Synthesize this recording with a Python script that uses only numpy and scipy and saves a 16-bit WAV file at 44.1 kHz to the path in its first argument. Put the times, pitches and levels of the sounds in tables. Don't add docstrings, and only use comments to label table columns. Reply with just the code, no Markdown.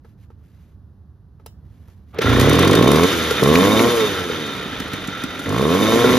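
import sys
import numpy as np
from scipy import signal
from scipy.fft import rfft, irfft, next_fast_len
from scipy.io import wavfile
from scipy.ndimage import uniform_filter1d, map_coordinates

SR = 44100
rng = np.random.default_rng(int(sys.argv[2]) if len(sys.argv) > 2 else 0)


def materialize(psi):
    bounded = np.clip(np.atleast_2d(psi).T, -1, 1)
    quanta = np.round(bounded * 32767).astype(np.int16)
    wavfile.write(sys.argv[1], SR, quanta)


N = 272538


def amp(db):
    return 10 ** (np.asarray(db) / 20)


def unit(x):
    return x / np.sqrt(np.mean(x ** 2) + 1e-20)


def clock():
    return np.arange(N) / SR


def along(points, hz):
    f, v = np.transpose(points)
    return np.interp(np.log(hz + 1), np.log(f + 1), v)


def curves(rows):
    s, *cols = np.transpose(rows)
    return [np.interp(clock(), s, c) for c in cols]


def running(rows):
    return np.clip((clock() - rows[0][0]) / 0.013, 0, 1)


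def wobble(rate):
    coarse = np.arange(0, N + 32, 32)
    knots = rng.standard_normal(int(N * rate / SR) + 4)
    return np.interp(np.arange(N), coarse, map_coordinates(knots, [coarse * rate / SR]))


def filtered(x, response):
    m = next_fast_len(N + SR // 2)
    return irfft(rfft(x, m) * response(np.fft.rfftfreq(m, 1 / SR)), m)[..., :N]


def modes(table):
    def response(f):
        return sum((-1) ** k * amp(db) * 1j * f * width / (c * c - f * f + 1j * f * width)
                   for k, (c, width, db) in enumerate(table))
    return response


def steady(x, seconds):
    return x / np.sqrt(np.abs(uniform_filter1d(x ** 2, round(seconds * SR))) + 1e-12)


# t/s, level/dB
TRAFFIC_LEVEL = [(0, -46), (.6, -45), (1.3, -47), (1.65, -43), (2.1, -45)]
# f/Hz, relative level/dB per Hz
TRAFFIC_SPECTRUM = [(25, -28), (75, 1.5), (131, -8.5), (191, -12.5), (330, -23.5), (600, -34.5),
                    (1200, -38), (1800, -45.5), (2200, -56), (4000, -53), (8000, -64), (12000, -58),
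                    (15500, -70)]


def traffic():
    noise = filtered(rng.standard_normal(N), lambda hz: amp(along(TRAFFIC_SPECTRUM, hz)))
    return amp(curves(TRAFFIC_LEVEL)[0]) * unit(noise)


# t/s, length/s, relative level/dB
BRUSHES_PAST = [(.03, .12, -72), (0.173, 0.1, -67.5), (0.376, 0.39, -69), (1.636, 0.43, -69.5),
                (1.87, 0.084, -71), (2.062, 0.14, -69)]
# f/Hz, relative level/dB per Hz
CLOTH_SPECTRUM = [(800, -13), (1700, -1.5), (3300, -6.5), (5400, -11), (8200, -12), (10000, -15),
                  (12500, -11), (15200, -22)]


def brushes():
    t, swell = clock(), 0
    for s, length, db in BRUSHES_PAST:
        ramp = np.minimum((t - s) / (0.22 * length), (s + length - t) / (0.34 * length))
        swell = swell + amp(db) * np.sqrt(np.clip(ramp, 0, 1))
    grain = amp(1.2 * wobble(40) + 2 * wobble(300)) * rng.standard_normal(N)
    return swell * unit(filtered(grain, lambda hz: amp(along(CLOTH_SPECTRUM, hz))))


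# t/s, relative level/dB, relative treble level/dB, pitch/ratio to the shell's own
PLASTIC_TAPS = [(0.047, -45, -58, 1.01), (0.302, -48, -80, 1.02), (1.397, -50, -67, 1),
                (1.461, -40.5, -26, 1.02), (1.882, -52, -50, 1.03), (2.144, -42, -41, 0.97)]
# f/Hz before the tap's pitch ratio, mean level/dB, time to decay by 60 dB/s
SHELL_TONES = [(450, 6.5, 0.04), (870, 4.5, 0.023), (1286, 2.5, 0.033), (1670, -9, 0.028)]
# f/Hz, mean level/dB, time to decay by 60 dB/s
STEEL_TONES = [(834, -16, .15), (2713, -4, .05), (3020, -9, .12), (3698, -6, .08), (3978, -9, .07),
               (5136, -6, .1), (6008, -5, .08)]


def ringing(table, t, pitch=1):
    return sum(amp(level + rng.normal(0, 1.5) - 60 * t / t60) * np.sin(2 * np.pi * pitch * hz * t)
               for hz, level, t60 in table)


def taps():
    out, scuffs, t = np.zeros(N + SR), np.zeros(N + SR), np.arange(SR // 5) / SR
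    for s, db, treble_db, pitch in PLASTIC_TAPS:
        snap = amp(-60 * t / .022) * rng.standard_normal(len(t))
        if treble_db > -40:
            snap = snap + amp(-18) * ringing(STEEL_TONES, t)
        touch = amp(db) * ringing(SHELL_TONES, t, pitch) + amp(treble_db - 0.5) * snap
        start = round(s * SR)
        out[start:][:len(t)] += (1 - np.exp(-t / 0.0016)) * touch
        scuffs[start:][:len(t)] += amp(db - 9 - 60 * t / .12) * rng.standard_normal(len(t))
    return out[:N] + filtered(scuffs[:N], modes([(600, 440, 15.0), (2800, 4600, -26)]))


# f/Hz, relative level/dB per Hz
CHURN_SPECTRUM = [(45, -55), (80, -7.5), (260, -4), (500, -7), (700, -12), (1000, -12.5), (1370, -8.5),
                  (1700, -11), (2750, -15), (3600, -10.5), (4200, -19.5), (7000, -30.5), (9000, -47)]
GRIPS_S, SLACK_DB = 2.14, -22.5
CATCH_S, CORD_DB, CORD_DB_PER_S = 2.19, -30, 198
CORD_TOP_HZ = 1900


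def cord():
    t = clock()
    slope = np.where(t < CATCH_S, CORD_DB_PER_S, -600)
    slack_db = SLACK_DB * np.clip((GRIPS_S - t) / 0.013, 0, 1)
    swell = amp(CORD_DB + slope * (t - CATCH_S) + slack_db)
    color = lambda hz: amp(along(CHURN_SPECTRUM, hz)) / (1 + (hz / CORD_TOP_HZ) ** 2)
    return swell * unit(filtered(rng.standard_normal(N), color))


# t/s, rate/pulses a second, relative level/dB
HOUSING_RATTLE = [(2.28, 43, -24), (2.48, 45, -19), (2.56, 51, -18), (2.7, 43, -16), (2.78, 43, -15),
                  (2.87, 38.5, -16), (2.96, 36, -20)]
# f/Hz, width/Hz, level/dB
HOUSING_MODES = [(288, 113, -1), (486, 146, -6), (620, 93, -12)]


def housing_rattle():
    rate, level_db = curves(HOUSING_RATTLE)
    angle = 2 * np.pi * np.cumsum(rate) / SR
    train = amp(1.0 * wobble(40)) * sum(np.cos(k * angle) for k in range(3, 20))
    ending = np.clip((HOUSING_RATTLE[-1][0] - clock()) / .04, 0, 1)
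    housing = unit(filtered(train, modes(HOUSING_MODES)))
    return running(HOUSING_RATTLE) * ending * amp(level_db) * housing


# t/s, relative level/dB, low clang/dB against the knock
METAL_KNOCKS = [(2.186, -30.5, 17), (2.2166, -25, -3), (2.3964, -15.5, -2), (2.41, -16.5, -1),
                (2.4937, -17.5, -7), (2.53, -20, 1), (2.5524, -22, -8), (2.5907, -15.5, -21),
                (2.6245, -22, -9), (2.647, -22, 0), (2.6746, -19, -2), (2.71, -18.5, -15),
                (2.7298, -21, -5), (2.7511, -14.5, -5), (2.8243, -21.5, 7.5), (2.8759, -19, 3),
                (2.915, -16, -5), (2.9574, -20, -3), (3.0333, -16, 2), (3.3073, -20, -1), (3.435, -18, -15),
                (3.477, -25, 0), (3.554, -24.5, 19.5), (3.7923, -26, 17.5), (4.7992, -25, -9),
                (4.9326, -27, -6), (5.0728, -27.5, -11), (5.2357, -26, 2), (5.3915, -32, -5),
                (5.4903, -26.5, -17), (5.581, -28, -2), (5.614, -29, 6)]
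KNOCK_TOP_DB, EARLY_TOP_DB = -10.5, 0.5


def knocks():
    bands, t = np.zeros((3, N + SR)), np.arange(SR // 20) / SR
    for s, db, low_db in METAL_KNOCKS:
        top_db = KNOCK_TOP_DB + (EARLY_TOP_DB if s < 2.51 else 0)
        crack = (1 - np.exp(-t / 0.0027)) * amp(db + 9.0 - 60 * t / 0.023)
        crack = crack * rng.standard_normal(len(t))
        bands[:, round(s * SR):][:, :len(t)] += amp([[0], [top_db], [low_db]]) * crack
    metal = [[(2980, 920, 5.5), (6900, 5200, 5.5)], [(11000, 6700, 13.4)], [(2230, 430, 9.2)]]
    return sum(filtered(x[:N], modes(table)) for x, table in zip(bands, metal))


# t/s, relative level/dB, settled pitch f/Hz, snap/dB against the firing
LONE_FIRINGS = [(2.187, -1, 434, -35), (2.271, -12.5, 440, 0), (2.318, -16, 444, -0.5),
                (3.31, 0, 450, -14.5), (3.421, 1.5, 391, -32), (4.296, -8.5, 450.2, -20),
                (4.558, -19, 293.9, -17), (4.655, -17, 266, -14), (4.726, -15.5, 245.7, -17),
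                (4.8, -10.5, 254.2, -20), (4.933, -10, 270, -25), (5.08, -10.5, 268.3, -26),
                (5.237, -9.5, 270, -16), (5.394, -14.5, 269.6, -13), (5.458, -13, 300.4, -11),
                (6.016, -11, 454.9, -20), (6.043, 3, 455.4, -17), (6.093, -1, 453, -18)]


def pops():
    out, t = np.zeros(N + SR), np.arange(SR // 20) / SR
    for s, db, hz, snap_db in LONE_FIRINGS:
        note = np.sin(2 * np.pi * hz * (t + 0.00084 * (1 - np.exp(-t / 0.0012))))
        body = 0.59 * (270 / hz) ** 2 * np.sin(2 * np.pi * 155 * t)
        ring = (1 - np.exp(-t / 0.0033)) ** 2 * amp(5.5 - 60 * t / 0.03) * (note + body)
        crack = np.sin(2 * np.pi * 1400 * t) + 0.5 * np.sin(2 * np.pi * 1950 * t)
        snap = amp(snap_db - 60 * t / 0.053) * crack
        out[round(s * SR):][:len(t)] += amp(db) * (ring + snap)
    back = np.pad(out, (round(0.01064 * SR), 0))[:N]
    return out[:N] + amp(-14) * back


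# throttle opens t/s, shuts t/s, level at opening/dB, once caught up/dB, at shutting/dB,
# of the coast after it/dB, burns on for/s, how fully/0-1
THROTTLE_REVS = [(2.23, 3.053, -3.5, 0, 1, 4, .02, .2), (3.415, 3.882, 0, 1.5, -1.5, -0.1, 0.15, 1),
                 (5.457, 6.3, -8.5, -3, -0.5, .3, .1, 1)]
OPENS_S, SHUTS_S, CATCHES_UP_S = 0.011, 0.018, 0.15


def throttle():
    rows, coast_db = [], THROTTLE_REVS[0][2]
    for opens, shuts, first_db, full_db, last_db, after_db, burn, fully in THROTTLE_REVS:
        closed = shuts + SHUTS_S
        rows += [(opens, 0, coast_db, 0),
                 (opens + OPENS_S, 1, first_db, 0),
                 (opens + CATCHES_UP_S, 1, full_db, 0),
                 (shuts, 1, last_db, 0),
                 (closed, 0, after_db, fully),
                 (closed + burn, 0, after_db, fully),
                 (closed + SHUTS_S + burn, 0, after_db, 0)]
        coast_db = after_db
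    return curves(rows)


# t/s, speed/turns a second
SHAFT_SPEED = [(2.2, 26.6), (2.38, 30.1), (2.73, 51.3), (2.85, 62), (3.04, 88.6), (3.09, 99), (3.14, 84),
               (3.29, 78), (3.42, 63.7), (3.5, 74.7), (3.65, 99), (3.87, 119), (3.92, 121), (4.04, 106.7),
               (4.18, 92), (4.35, 81), (4.54, 66.8), (4.76, 53.8), (5.15, 44.9), (5.41, 46.4), (5.5, 46.6),
               (5.79, 99.6), (5.85, 107.3), (6.09, 124.7), (6.18, 125)]
KICK, KICK_S, IDLE = 9, .12, 58


def speed():
    rate, t = curves(SHAFT_SPEED)[0], np.arange(SR // 2) / SR
    kicks = np.zeros(N + SR)
    for s, *_ in LONE_FIRINGS:
        kicks[round(s * SR):][:len(t)] += KICK * (1 - np.exp(-t / .01)) * np.exp(-t / KICK_S)
    swing = kicks[:N] - uniform_filter1d(kicks[:N], SR // 3)
    return rate + swing * np.clip((IDLE - rate) / 8, 0, 1) * (1 - throttle()[0])


def turns():
    return np.cumsum(speed()) / SR


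def per_turn(values):
    return map_coordinates(values, [turns()], order=1)


def shaking(repeat):
    pattern = map_coordinates(rng.standard_normal(160), [turns() % 1 * 160], mode="grid-wrap")
    repeat = np.clip(repeat, 0, 1)
    return np.sqrt(repeat) * unit(pattern) + np.sqrt(1 - repeat) * rng.standard_normal(N)


# t/s, casing rattle level/dB, fan hiss level/dB
SHAKE_LEVELS = [(2.205, -17, -48), (2.23, -23.5, -41), (2.42, -22.5, -33), (2.65, -21, -38),
                (2.84, -25, -36), (3.06, -22.5, -31), (3.4, -25, -34.5), (3.64, -23, -29),
                (3.9, -24, -30.5), (4.1, -26, -36), (4.3, -28.5, -42.5), (4.7, -31.5, -47.5),
                (5.2, -32.5, -49.5), (5.45, -33, -47), (5.62, -29, -38.5), (5.9, -24, -31),
                (6.18, -22.5, -31)]
# f/Hz, width/Hz, level/dB
CASING_MODES = [(1914, 350, -6.5), (2483, 44, -3.5), (3028, 107, -4), (3695, 29, 2.5), (4065, 37, -9),
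                (4190, 130, -12.5), (4790, 76, -11.5), (5730, 56, -31), (6074, 64, -6.5)]
# f/Hz, width/Hz, level/dB
COWL_MODE = [(1340, 150, 0)]
# f/Hz, width/Hz, level/dB
FIN_MODE = [(3650, 116, 0)]
# f/Hz, relative level/dB per Hz
FAN_SPECTRUM = [(2500, -39), (4000, -4.5), (6200, -3.5), (7200, -2), (8300, -15), (9500, -2.5), (11000, -8),
                (12500, -7), (14200, -13.5), (15600, -57)]
HUM_DB, HUM_FOLLOWS, FIN_DB = -16, 0.7, -9.5
WAVER_DB = 1.8


def casing():
    rattle_db, hiss_db = curves(SHAKE_LEVELS)
    hum_db = HUM_DB + HUM_FOLLOWS * rattle_db + WAVER_DB * wobble(12)
    fin_db = FIN_DB + rattle_db + WAVER_DB * wobble(12)
    angle = 2 * np.pi * turns()
    slap = np.exp(.5 * np.cos(angle) + 0.52 * np.cos(2 * angle + 2.3)) * amp(3.1 * wobble(70))
    ring = steady(filtered(slap * shaking(.3), modes(CASING_MODES)), .2)

    def singing(mode):
        return steady(filtered(np.sqrt(slap) * shaking(.4), lambda hz: modes(mode)(hz) ** 2), .2)

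    hum, fin = singing(COWL_MODE), singing(FIN_MODE)
    rough = amp(1.2 * wobble(30)) * shaking(.02)
    churn = steady(filtered(rough, lambda hz: amp(along(CHURN_SPECTRUM, hz))), .2)
    blades = np.exp(0.25 * np.cos(angle - .5)) * amp(1.77 * wobble(60))
    hiss = unit(filtered(blades * rng.standard_normal(N), lambda hz: amp(along(FAN_SPECTRUM, hz))))
    broad = amp(rattle_db) * (amp(-5.5) * ring + amp(0.5) * churn) + amp(hiss_db) * hiss
    return running(SHAKE_LEVELS) * (broad + amp(hum_db) * hum + amp(fin_db) * fin)


def loudness(law, rate, open_db=0, shut_db=0, burn_db=0):
    opening, rev_db, burning = throttle()
    doublings = np.log2(rate / 100)
    (open_base_db, open_slope), (shut_base_db, shut_slope) = law
    wide = open_base_db + open_slope * doublings + open_db
    shut = shut_base_db + shut_slope * doublings + shut_db + burn_db * burning
    return rev_db + opening * wide + (1 - opening) * shut


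# speed/turns a second, size scatter/dB with the throttle open, exhaust lag/turns,
# turbulence/dB with the throttle open
UNEVENNESS = [(30, 1.6, .5, 6), (40, 1.6, .45, 5), (50, 1.3, .25, 4), (62, 1.1, .06, 2.5), (90, 1, .08, 3),
              (120, 1, .1, 4)]
CALM_DB = -9


def uneven():
    rate, opening = speed(), throttle()[0]
    at, *cols = np.transpose(UNEVENNESS)
    scatter_db, lag, swirl_db = [np.interp(rate, at, c) for c in cols]
    return scatter_db * (.6 + .4 * opening), lag, swirl_db + CALM_DB * (1 - opening)


# base level at 100 turns a second/dB, slope/dB per doubling of speed
TONE_LAW = [(-19.5, 0.18), (-35, 9.1)]
ORDER_LEVELS = [(-8, 0, -0.49, 0.8), (-4, -4, -1.7, -3.8)]
BURN_GAIN = (0.31, .3, 1.4, 13)
# f/Hz, level/dB
OUTLET_GAIN = [(30, -35), (60, -4.5), (110, -1.5), (250, -1.3), (380, -1.5)]
# f/Hz, level/dB
FOURTH_GAIN = [(110, 0.5), (150, -2), (210, -10), (300, -6), (420, -10), (470, 1.5), (540, -13)]
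# f/Hz, level/dB
DRUM_GAIN = [(45, -4), (75, -4.5), (200, 1.5), (340, 6.5), (450, 6.5), (520, 2)]
FIRST_COAST_DB, FIRST_COAST_ENDS_S = 4, 3.5


def orders():
    rate, angle, scatter_db = speed(), turns(), uneven()[0]
    opening, _, burning = throttle()
    coasting = 1 - opening - burning
    first_coast_db, out = FIRST_COAST_DB * (clock() < FIRST_COAST_ENDS_S), 0
    for k, (open_db, shut_db, burn_db) in enumerate(zip(*ORDER_LEVELS, BURN_GAIN), 1):
        open_db = open_db + along(FOURTH_GAIN if k == 4 else OUTLET_GAIN, k * rate)
        shut_db = shut_db + along(DRUM_GAIN, k * rate) + (k == 1) * first_coast_db
        db = loudness(TONE_LAW, rate, open_db, shut_db, burn_db)
        db = db + scatter_db * wobble(30) + 2.0 * coasting * wobble(21)
        jittered = angle - .05 + .006 * scatter_db * wobble(25)
        out = out - amp(db) * np.sin(2 * np.pi * k * jittered)
    return np.sqrt(2) * running(SHAFT_SPEED) * out


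# t/s, share/0-1
TURN_ALTERNATION = [(5.85, .1), (6.05, .35)]


def pulses(lag, jitter, lowest):
    scatter_db, _, swirl_db = uneven()
    alternation = curves(TURN_ALTERNATION)[0]
    count = int(turns()[-1]) + 2
    angle = 2 * np.pi * (turns() - lag + jitter * per_turn(rng.standard_normal(count)))
    size = amp(np.clip(scatter_db, 0, 3) * per_turn(rng.standard_normal(count)))
    size = size * (1 + alternation * np.cos(angle / 2))
    rate = speed()
    fading = lambda k: np.clip(1.5 - k * rate / 1600, 0, 1)
    pulse = sum(np.cos(k * angle) * fading(k) for k in range(lowest, 36))
    swirl = np.exp(1.59 * np.cos(angle - .4)) * rng.standard_normal(N)
    return size * (pulse + amp(swirl_db) * swirl)


WHISTLE_HZ, WHISTLE, WHISTLE_UNDER = 1200, 1.6, 108


def whistle():
    burst = np.exp(40 * (np.cos(2 * np.pi * turns()) - 1))
    note = np.cos(2 * np.pi * WHISTLE_HZ * clock() + 1.3 * wobble(25))
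    slow = np.clip((WHISTLE_UNDER - speed()) / 25, 0, 1)
    return WHISTLE * slow * note * burst / burst.mean()


# f/Hz, width/Hz, level/dB
INTAKE_MODES = [(389, 60, -1), (1083, 80, -3.5), (2230, 105, -7.5)]
# f/Hz, width/Hz, level/dB
MUFFLER_MODES = [(166, 160, -5), (266, 29.3, 7.5), (451.4, 66.5, 0.5), (707, 61, -14.5)]
# base level at 100 turns a second/dB, slope/dB per doubling of speed
BARK_LAW = [(-21.5, 2), (-36.5, 32)]
# base level at 100 turns a second/dB, slope/dB per doubling of speed
PUFF_LAW = [(-17, 0.51), (-30.5, 11)]
COAST_TOP_HZ = 570


def breathing():
    rate, opening = speed(), throttle()[0]
    gulp = filtered(pulses(0, jitter=.008, lowest=5) + whistle(), modes(INTAKE_MODES))
    puff = filtered(pulses(uneven()[1], jitter=.01, lowest=5), modes(MUFFLER_MODES))
    dull = filtered(puff, lambda hz: 1 / (1 + (hz / COAST_TOP_HZ) ** 8))
    puff = steady(puff, 0.1) * opening + steady(dull, 0.35) * (1 - opening)
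    intake = amp(loudness(BARK_LAW, rate)) * steady(gulp, 0.07)
    exhaust = amp(loudness(PUFF_LAW, rate, burn_db=7.5)) * puff
    return running(SHAFT_SPEED) * (intake + exhaust)


# f/Hz, likeness/-1 to 1
PORT_LIKENESS = [(60, .98), (400, .96), (900, .85), (3000, .82), (5500, .6), (7500, .95), (9000, .95),
                 (13000, .8)]
# f/Hz, lead/radians
LEFT_LEAD = [(100, 0), (780, .6), (1720, 0), (3270, .9), (4820, .4), (5700, -.7), (6400, -.9), (7700, -2.9),
             (8300, -3.14), (8900, -3.4), (11100, -6), (13000, -6.7), (14600, -9.2), (15500, -9.5)]
# f/Hz, level/dB
LEFT_TILT = [(60, -2.5), (400, -2.2), (700, 0), (1500, -.4), (3000, -.7), (5500, 1.9), (9000, 0),
             (15000, 0)]


def ports(x):
    t = np.arange(SR // 4) / SR
    tail = rng.standard_normal(len(t)) * amp(-60 * t / .2)
    scatter = signal.fftconvolve(x, tail / np.linalg.norm(tail))[:N]
    turn = lambda hz: np.arccos(np.clip(along(PORT_LIKENESS, hz), -1, 1)) / 2
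    share = lambda hz: np.array([np.cos(turn(hz)), np.sin(turn(hz))])
    mid, side = filtered(np.array([x, scatter]), share)
    half = np.array([[.5], [-.5]])
    offset = lambda hz: amp(half * along(LEFT_TILT, hz)) * np.exp(1j * half * along(LEFT_LEAD, hz))
    return filtered(np.array([mid + side, mid - side]), offset)


def scene():
    background = traffic() + brushes() + taps()
    rattles = housing_rattle() + knocks() + casing()
    engine = pops() + orders() + breathing()
    return ports(background + cord() + rattles + engine)


TOP_HZ = 15750


def record(dry):
    soft = dry / (1 + np.abs(dry / 1.2) ** 6) ** (1 / 6)
    return filtered(soft, lambda hz: hz < TOP_HZ)


dry = scene()
out = record(dry)
materialize(out)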